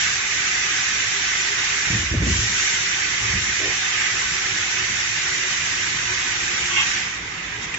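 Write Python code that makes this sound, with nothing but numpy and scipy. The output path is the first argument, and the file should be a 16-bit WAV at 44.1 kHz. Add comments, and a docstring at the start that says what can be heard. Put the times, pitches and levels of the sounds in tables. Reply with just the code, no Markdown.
"""A steady airy hiss comes from the right and dies down near the end, in a bicycle repair shop.
Close by, hands fit a part to the frame: soft clustered knocks, two short rubs, a rasp and metal ticks.
The hiss is rushing air, made from shaped noise; room air and a faint hum lie under it.
Each knock makes the frame and tyre ring low; the rubs and rasps are the noise of sliding contact."""
import sys
import numpy as np
from scipy import signal
from scipy.fft import rfft, irfft
from scipy.io import wavfile
from scipy.ndimage import uniform_filter1d

SR = 44100
rng = np.random.default_rng(int(sys.argv[2]) if len(sys.argv) > 2 else 0)


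def generate_wav(signal):
    """Clip the signal to [-1, 1] and save it as 16-bit WAV at the path in sys.argv[1]."""
    frames = np.transpose(np.atleast_2d(signal))
    scaled = np.clip(frames, -1, 1) * 32767
    pcm = np.round(scaled).astype(np.int16)
    wavfile.write(sys.argv[1], SR, pcm)


N = 343179
TIME = np.arange(N) / SR
FREQ = np.maximum(np.fft.rfftfreq(N, 1 / SR), 1)
TOP_HZ = 7530  # the treble ends here
SHUT_S, SHUT_LENGTH_S = 6.96, 0.25  # when the air flow shuts down, and how long that takes


def undb(db):
    """Turn decibels into a number to multiply by."""
    return 10 ** (np.asarray(db) / 20)


def unit(x):
    """Scale a signal to an average (rms) level of 1."""
    return x / np.sqrt(np.mean(x ** 2))


def colour(points):
    """Join (frequency, level) points into a curve along a log-frequency axis."""
    hz, db = np.transpose(points)
    return np.interp(np.log(FREQ), np.log(hz), db)


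def noise():
    """The spectrum of fresh white noise."""
    return rfft(rng.standard_normal(N))


def walk(rate):
    """A smooth random wobble of size about 1, changing about `rate` times a second."""
    return unit(irfft(noise() * np.exp(-(2.5 * FREQ / rate) ** 2) + 1e-12, N))


def ramp(start_s, length_s):
    """0 before the start, rising evenly to 1 over the length."""
    return np.clip((TIME - start_s) / length_s, 0, 1)


def from_right(direct, echo_db=-19, echo_s=0.0081, lag_s=27 / SR):
    """Stereo noise spectrum: the direct share reaches the left late; nearby echoes ripple the tone."""
    lag = np.exp(-2j * np.pi * FREQ * np.array([[lag_s], [0]]))
    echoes = rng.standard_normal((2, N)) * np.exp(-TIME / echo_s)
    echo_spectra = np.array([unit(np.abs(rfft(echo))) for echo in echoes])
    ripple = 1 + 2 * undb(echo_db) * (echo_spectra - 1)
    straight = np.sqrt(direct) * noise() * lag
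    scattered = np.sqrt(1 - direct) * np.array([noise(), noise()])
    return (straight + scattered) * ripple


def room(start_db=-40.5, rise_db_per_s=0.33, drone_hz=110.3, drone_width_hz=7, drone_lift_db=11.5):
    """Room air, alike on both sides in the bass, with an unsteady low drone."""
    # the tone of the room air: (frequency [Hz], level [dB])
    air_colour = [(20, -11.5), (40, -4), (62, -0.5), (110, -4), (170, -4), (250, -9.5), (350, -6.5),
                  (480, -11), (620, -17.5), (1000, -5.5), (2000, -19.5), (4000, -30.5), (7500, -35.5)]
    alike = .97 / (1 + (FREQ / 400) ** 4)
    air = np.sqrt(alike) * noise() + np.sqrt(1 - alike) * np.array([noise(), noise()])
    drone_db = drone_lift_db / (1 + (2 * (FREQ - drone_hz) / drone_width_hz) ** 2)
    spectrum = air * undb(colour(air_colour) + drone_db) * (FREQ < TOP_HZ)
    return unit(irfft(spectrum, N)) * undb(start_db + rise_db_per_s * TIME + .5 * walk(2.7))


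def hum(start_hz=407.5, sag_hz_per_s=7.5, waver=0.01793, level_db=-52, fall_db=15, flicker_db=3.5):
    """A faint, rough tone that slowly sinks in pitch and dies down with the hiss."""
    hz = (start_hz - sag_hz_per_s * TIME) * (1 + waver * walk(29.9))
    db = level_db - fall_db * ramp(SHUT_S, SHUT_LENGTH_S) + flicker_db * walk(26)
    return np.sqrt(2) * np.sin(2 * np.pi * np.cumsum(hz) / SR) * undb(db)


def flow(body_db=-23.5, treble_db=-27, sag_db_per_s=0.24, body_fall_db=5.5, treble_fall_db=11.5):
    """Levels of the hiss's body and treble in dB: they sag, swell and dip, then fall as the flow shuts."""
    # brief swells and dips: (middle time [s], length [s], body change [dB], treble change [dB])
    swells = [(.04, 0.17, 2, 2), (.24, 0.19, -1.5, -2), (1.655, 0.12, 2, -0.5), (2.06, 0.074, -1.5, -3.5),
              (2.18, .11, -5, -10.5), (2.424, 0.25, -1, 2), (2.67, 0.24, 1.5, 2.5), (4.036, 0.22, 2.5, 0),
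              (6.9, 0.12, 1, 1.5), (7.638, .035, 2, 7)]
    shut, sag_db = ramp(SHUT_S, SHUT_LENGTH_S), sag_db_per_s * TIME
    body = body_db - sag_db - body_fall_db * shut
    treble = treble_db - sag_db - treble_fall_db * shut
    for middle_s, length_s, low_db, high_db in swells:
        bell = .5 ** ((2 * (TIME - middle_s) / length_s) ** 2)
        body += low_db * bell
        treble += high_db * bell
    return body, treble


def hiss(split_hz=3700, flutter_db=0.13, flicker_db=0.24):
    """Rushing air with a few steady resonances; the treble falls furthest when the flow eases."""
    # the broad tone of the hiss: (frequency [Hz], level [dB])
    hiss_colour = [(300, -51.5), (600, -24), (800, -14.5), (1000, -17.5), (1350, -10), (1550, -4.5),
                   (2050, -3), (2450, -2.5), (3200, -6), (3800, -5), (4200, -10.5), (4800, -9),
                   (5700, -2.5), (6600, -4.5), (7300, -3.5)]
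    # narrow resonances: (frequency [Hz], width [Hz], lift [dB])
    peaks = [(767, 15, 7.5), (860, 22, 1), (1210, 160, 4), (1512, 31, 5.5), (1735, 11, 4), (2060, 33, 4),
             (1973, 170, 3), (3360, 82, -2), (4390, 130, 2.5), (5120, 77, 3), (5770, 38, 5.5)]
    # which side is louder: (frequency [Hz], left minus right [dB])
    balance = [(600, -0.5), (1000, -1), (1600, -4.5), (2080, -6.5), (2500, -5.5), (3600, -2.5),
               (4600, -3.5), (5600, 2.5), (6100, -4), (6600, 4), (7300, 2)]
    body_db, treble_db = flow()
    peaks_db = sum(db / (1 + (2 * (FREQ - hz) / width) ** 2) for hz, width, db in peaks)
    sides_db = colour(balance) * np.array([[.5], [-.5]])
    air = from_right(direct=0.31 / (1 + (FREQ / 3200) ** 4))
    air *= undb(colour(hiss_colour) + peaks_db + sides_db) * (FREQ < TOP_HZ)
    treble_share = 1 / (1 + (split_hz / FREQ) ** 6)
    body = unit(irfft(air * (1 - treble_share), N)) * undb(body_db + flicker_db * walk(16))
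    treble = unit(irfft(air * treble_share, N)) * undb(treble_db + flicker_db * walk(23))
    return (body + treble) * undb(flutter_db * walk(19))


def shimmer(x, depth_db, width_hz=130, hold_s=.04, size=1024):
    """Narrow frequency bands swell and sink on their own, so the tone never stands still."""
    _, _, cells = signal.stft(x, nperseg=size)
    wobble = rng.standard_normal(cells.shape[1:])
    # smooth across frequency, then across time
    for axis, span in enumerate([width_hz * size / SR, hold_s * 2 * SR / size]):
        wobble = uniform_filter1d(wobble, max(1, round(span)), axis=axis)
    return signal.istft(cells * undb(depth_db * unit(wobble)), nperseg=size)[1][:, :N]


def friction(strokes, modes, grit, edge_s, rough_db):
    """Uneven sliding contact stirs a few broad resonances for the length of each stroke."""
    power = sum(undb(db) ** 2 / (1 + ((FREQ / hz - hz / FREQ) * hz / width) ** 2) ** 1.4
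                for hz, width, db in modes)
    pressure = 0
    for start_s, length_s, db in strokes:
        inside_s = np.minimum(TIME - start_s, start_s + length_s - TIME)
        pressure += undb(db) * np.clip(inside_s / min(edge_s, length_s / 2) + .5, 0, 1)
    return unit(irfft(grit * np.sqrt(power), N)) * pressure * undb(rough_db * walk(90))


def rubs():
    """Smooth sliding makes short, low rubs in the centre."""
    # each rub: (start [s], length [s], level [dB])
    strokes = [(3.6, 0.12, -34.5), (4.53, 0.086, -45)]
    # resonances of the rub: (frequency [Hz], width [Hz], level [dB])
    modes = [(330, 55, -1.5), (413, 96, -1), (638, 60, -5), (810, 46, -10), (1090, 81, -11)]
    return friction(strokes, modes, noise(), edge_s=0.024, rough_db=0.5)


def rasps(right_louder_db=4.0):
    """Rough sliding makes brief, bright rasps on the right."""
    # each rasp: (start [s], length [s], level [dB])
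    strokes = [(6.71, 0.14, -22), (7.72, .02, -35)]
    # resonances of the rasp: (frequency [Hz], width [Hz], level [dB])
    modes = [(895, 60, -14.5), (1115, 36, -5), (2160, 90, -4), (2620, 120, -3), (2800, 110, -7),
             (3200, 86, -2)]
    grit = from_right(direct=.2, echo_db=-8, echo_s=0.024)
    sides = undb(right_louder_db * np.array([[-.5], [.5]]))
    return friction(strokes, modes, grit, edge_s=.04, rough_db=2.5) * sides


def ticks(crack=0.55, crack_s=.003):
    """Small metal parts touch: a short crack and a few high tones that fade quickly."""
    # each touch: (time [s], peak level [dB])
    touches = [(7.7414, -12.5), (7.747, -14)]
    # ringing tones of the metal: (frequency [Hz], level [dB], time to fade by 60 dB [s])
    modes = [(1880, 1, .045), (2010, -11, 0.033), (2400, 1, 0.034), (2740, -3, .03), (7350, -1, .025)]
    out, t = np.zeros((2, N + SR)), np.arange(SR // 20) / SR
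    for time_s, peak_db in touches:
        start = int(time_s * SR)
        for side in out:
            ring = sum(undb(db - 60 * t / fade_s) * np.sin(2 * np.pi * (hz * t + rng.random()))
                       for hz, db, fade_s in modes)
            tick = ring + crack * rng.standard_normal(len(t)) * np.exp(-t / crack_s)
            side[start:start + len(t)] += tick * undb(peak_db) / np.abs(tick).max()
    return out[:, :N]


def knock(soft_hz, settle_s=0.018, chatter=.13, spread_hz=1000):
    """One soft blow, peak 1: it pushes the frame, chatters as the part settles and rings low tones."""
    # ringing tones of frame and tyre: (frequency [Hz], level [dB], time to fade by 60 dB [s])
    modes = [(65, -12, .24), (85.6, -4.5, 0.12), (109.2, -4, 0.19), (157, -3.5, 0.05), (197.4, -3.5, 0.11),
             (255, -9.5, 0.14), (320, -7, 0.25), (407, -8, 0.14), (498, -6.5, 0.15), (660, -7.5, .08)]
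    size = SR // 2
    t, f = np.arange(size // 2) / SR, np.fft.rfftfreq(size, 1 / SR)
    ring = 0
    for hz, db, fade_s in modes:
        strength, detune, aside = rng.standard_normal(3)
        # higher tones reach left and right further out of step
        apart = aside * hz / spread_hz * np.array([[1], [-1]])
        tone = np.cos(2 * np.pi * hz * (1 + 0.045 * detune) * t + apart)
        ring += undb(db + 2 * strength - 60 * t / fade_s) * tone
    push = chatter * rng.standard_normal(len(t)) * np.exp(-t / settle_s)
    push[0] += 1  # the first impact
    soften = 1 / (1 + 1j * f / soft_hz) ** 2  # a soft contact muffles sound above soft_hz
    blow = irfft(rfft(ring, size) * rfft(push, size) * soften, size)[:, :len(t)]
    return blow / np.abs(blow).max()


def bumps(gain_db=-3.0, scatter_db=0.7, count=12, gap_s=.029, uneven=0.248,
          fade_db_per_s=90, dull_hz=90, dulling_s=.03):
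    """A bumped part knocks again and again: firmly while pressed, then fading and dull once let go."""
    # bumps against the frame: (time [s], time pressed [s], relative level [dB], muffled above [Hz])
    contacts = [(1.868, 0, -25, 150), (1.902, 0.051, -16, 210), (2.112, 0.15, -11, 215),
                (2.36, 0.0093, -17, 85), (3.213, .04, -25, 150), (3.293, 0.047, -19, 200)]
    out = np.zeros((2, N + SR))
    for time_s, pressed_s, level_db, soft_hz in contacts:
        for k, (jitter, strength) in enumerate(rng.standard_normal((count, 2))):
            since_s = gap_s * (k + uneven * jitter * (k > 0))
            loose_s = max(since_s - pressed_s, 0)
            blow = knock(dull_hz + (soft_hz - dull_hz) * np.exp(-loose_s / dulling_s))
            db = level_db + gain_db + scatter_db * strength - fade_db_per_s * loose_s
            start = int((time_s + since_s) * SR)
            out[:, start:start + blow.shape[1]] += blow * undb(db)
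    return out[:, :N]


def scene():
    """Hiss, room and hum, with the sounds of the hands at work in front."""
    sliding = rubs() + rasps()
    steady = shimmer(hiss() + room() + hum(), depth_db=2.0)
    return steady + sliding + bumps() + ticks()


def record(dry):
    """The microphone drops the deepest bass and cuts the top steeply."""
    bass_cut = signal.butter(2, 38, "high", fs=SR, output="sos")
    top_cut = signal.ellip(12, .1, 80, TOP_HZ, fs=SR, output="sos")
    return signal.sosfilt(top_cut, signal.sosfilt(bass_cut, dry))


dry = scene()
out = record(dry)
generate_wav(out)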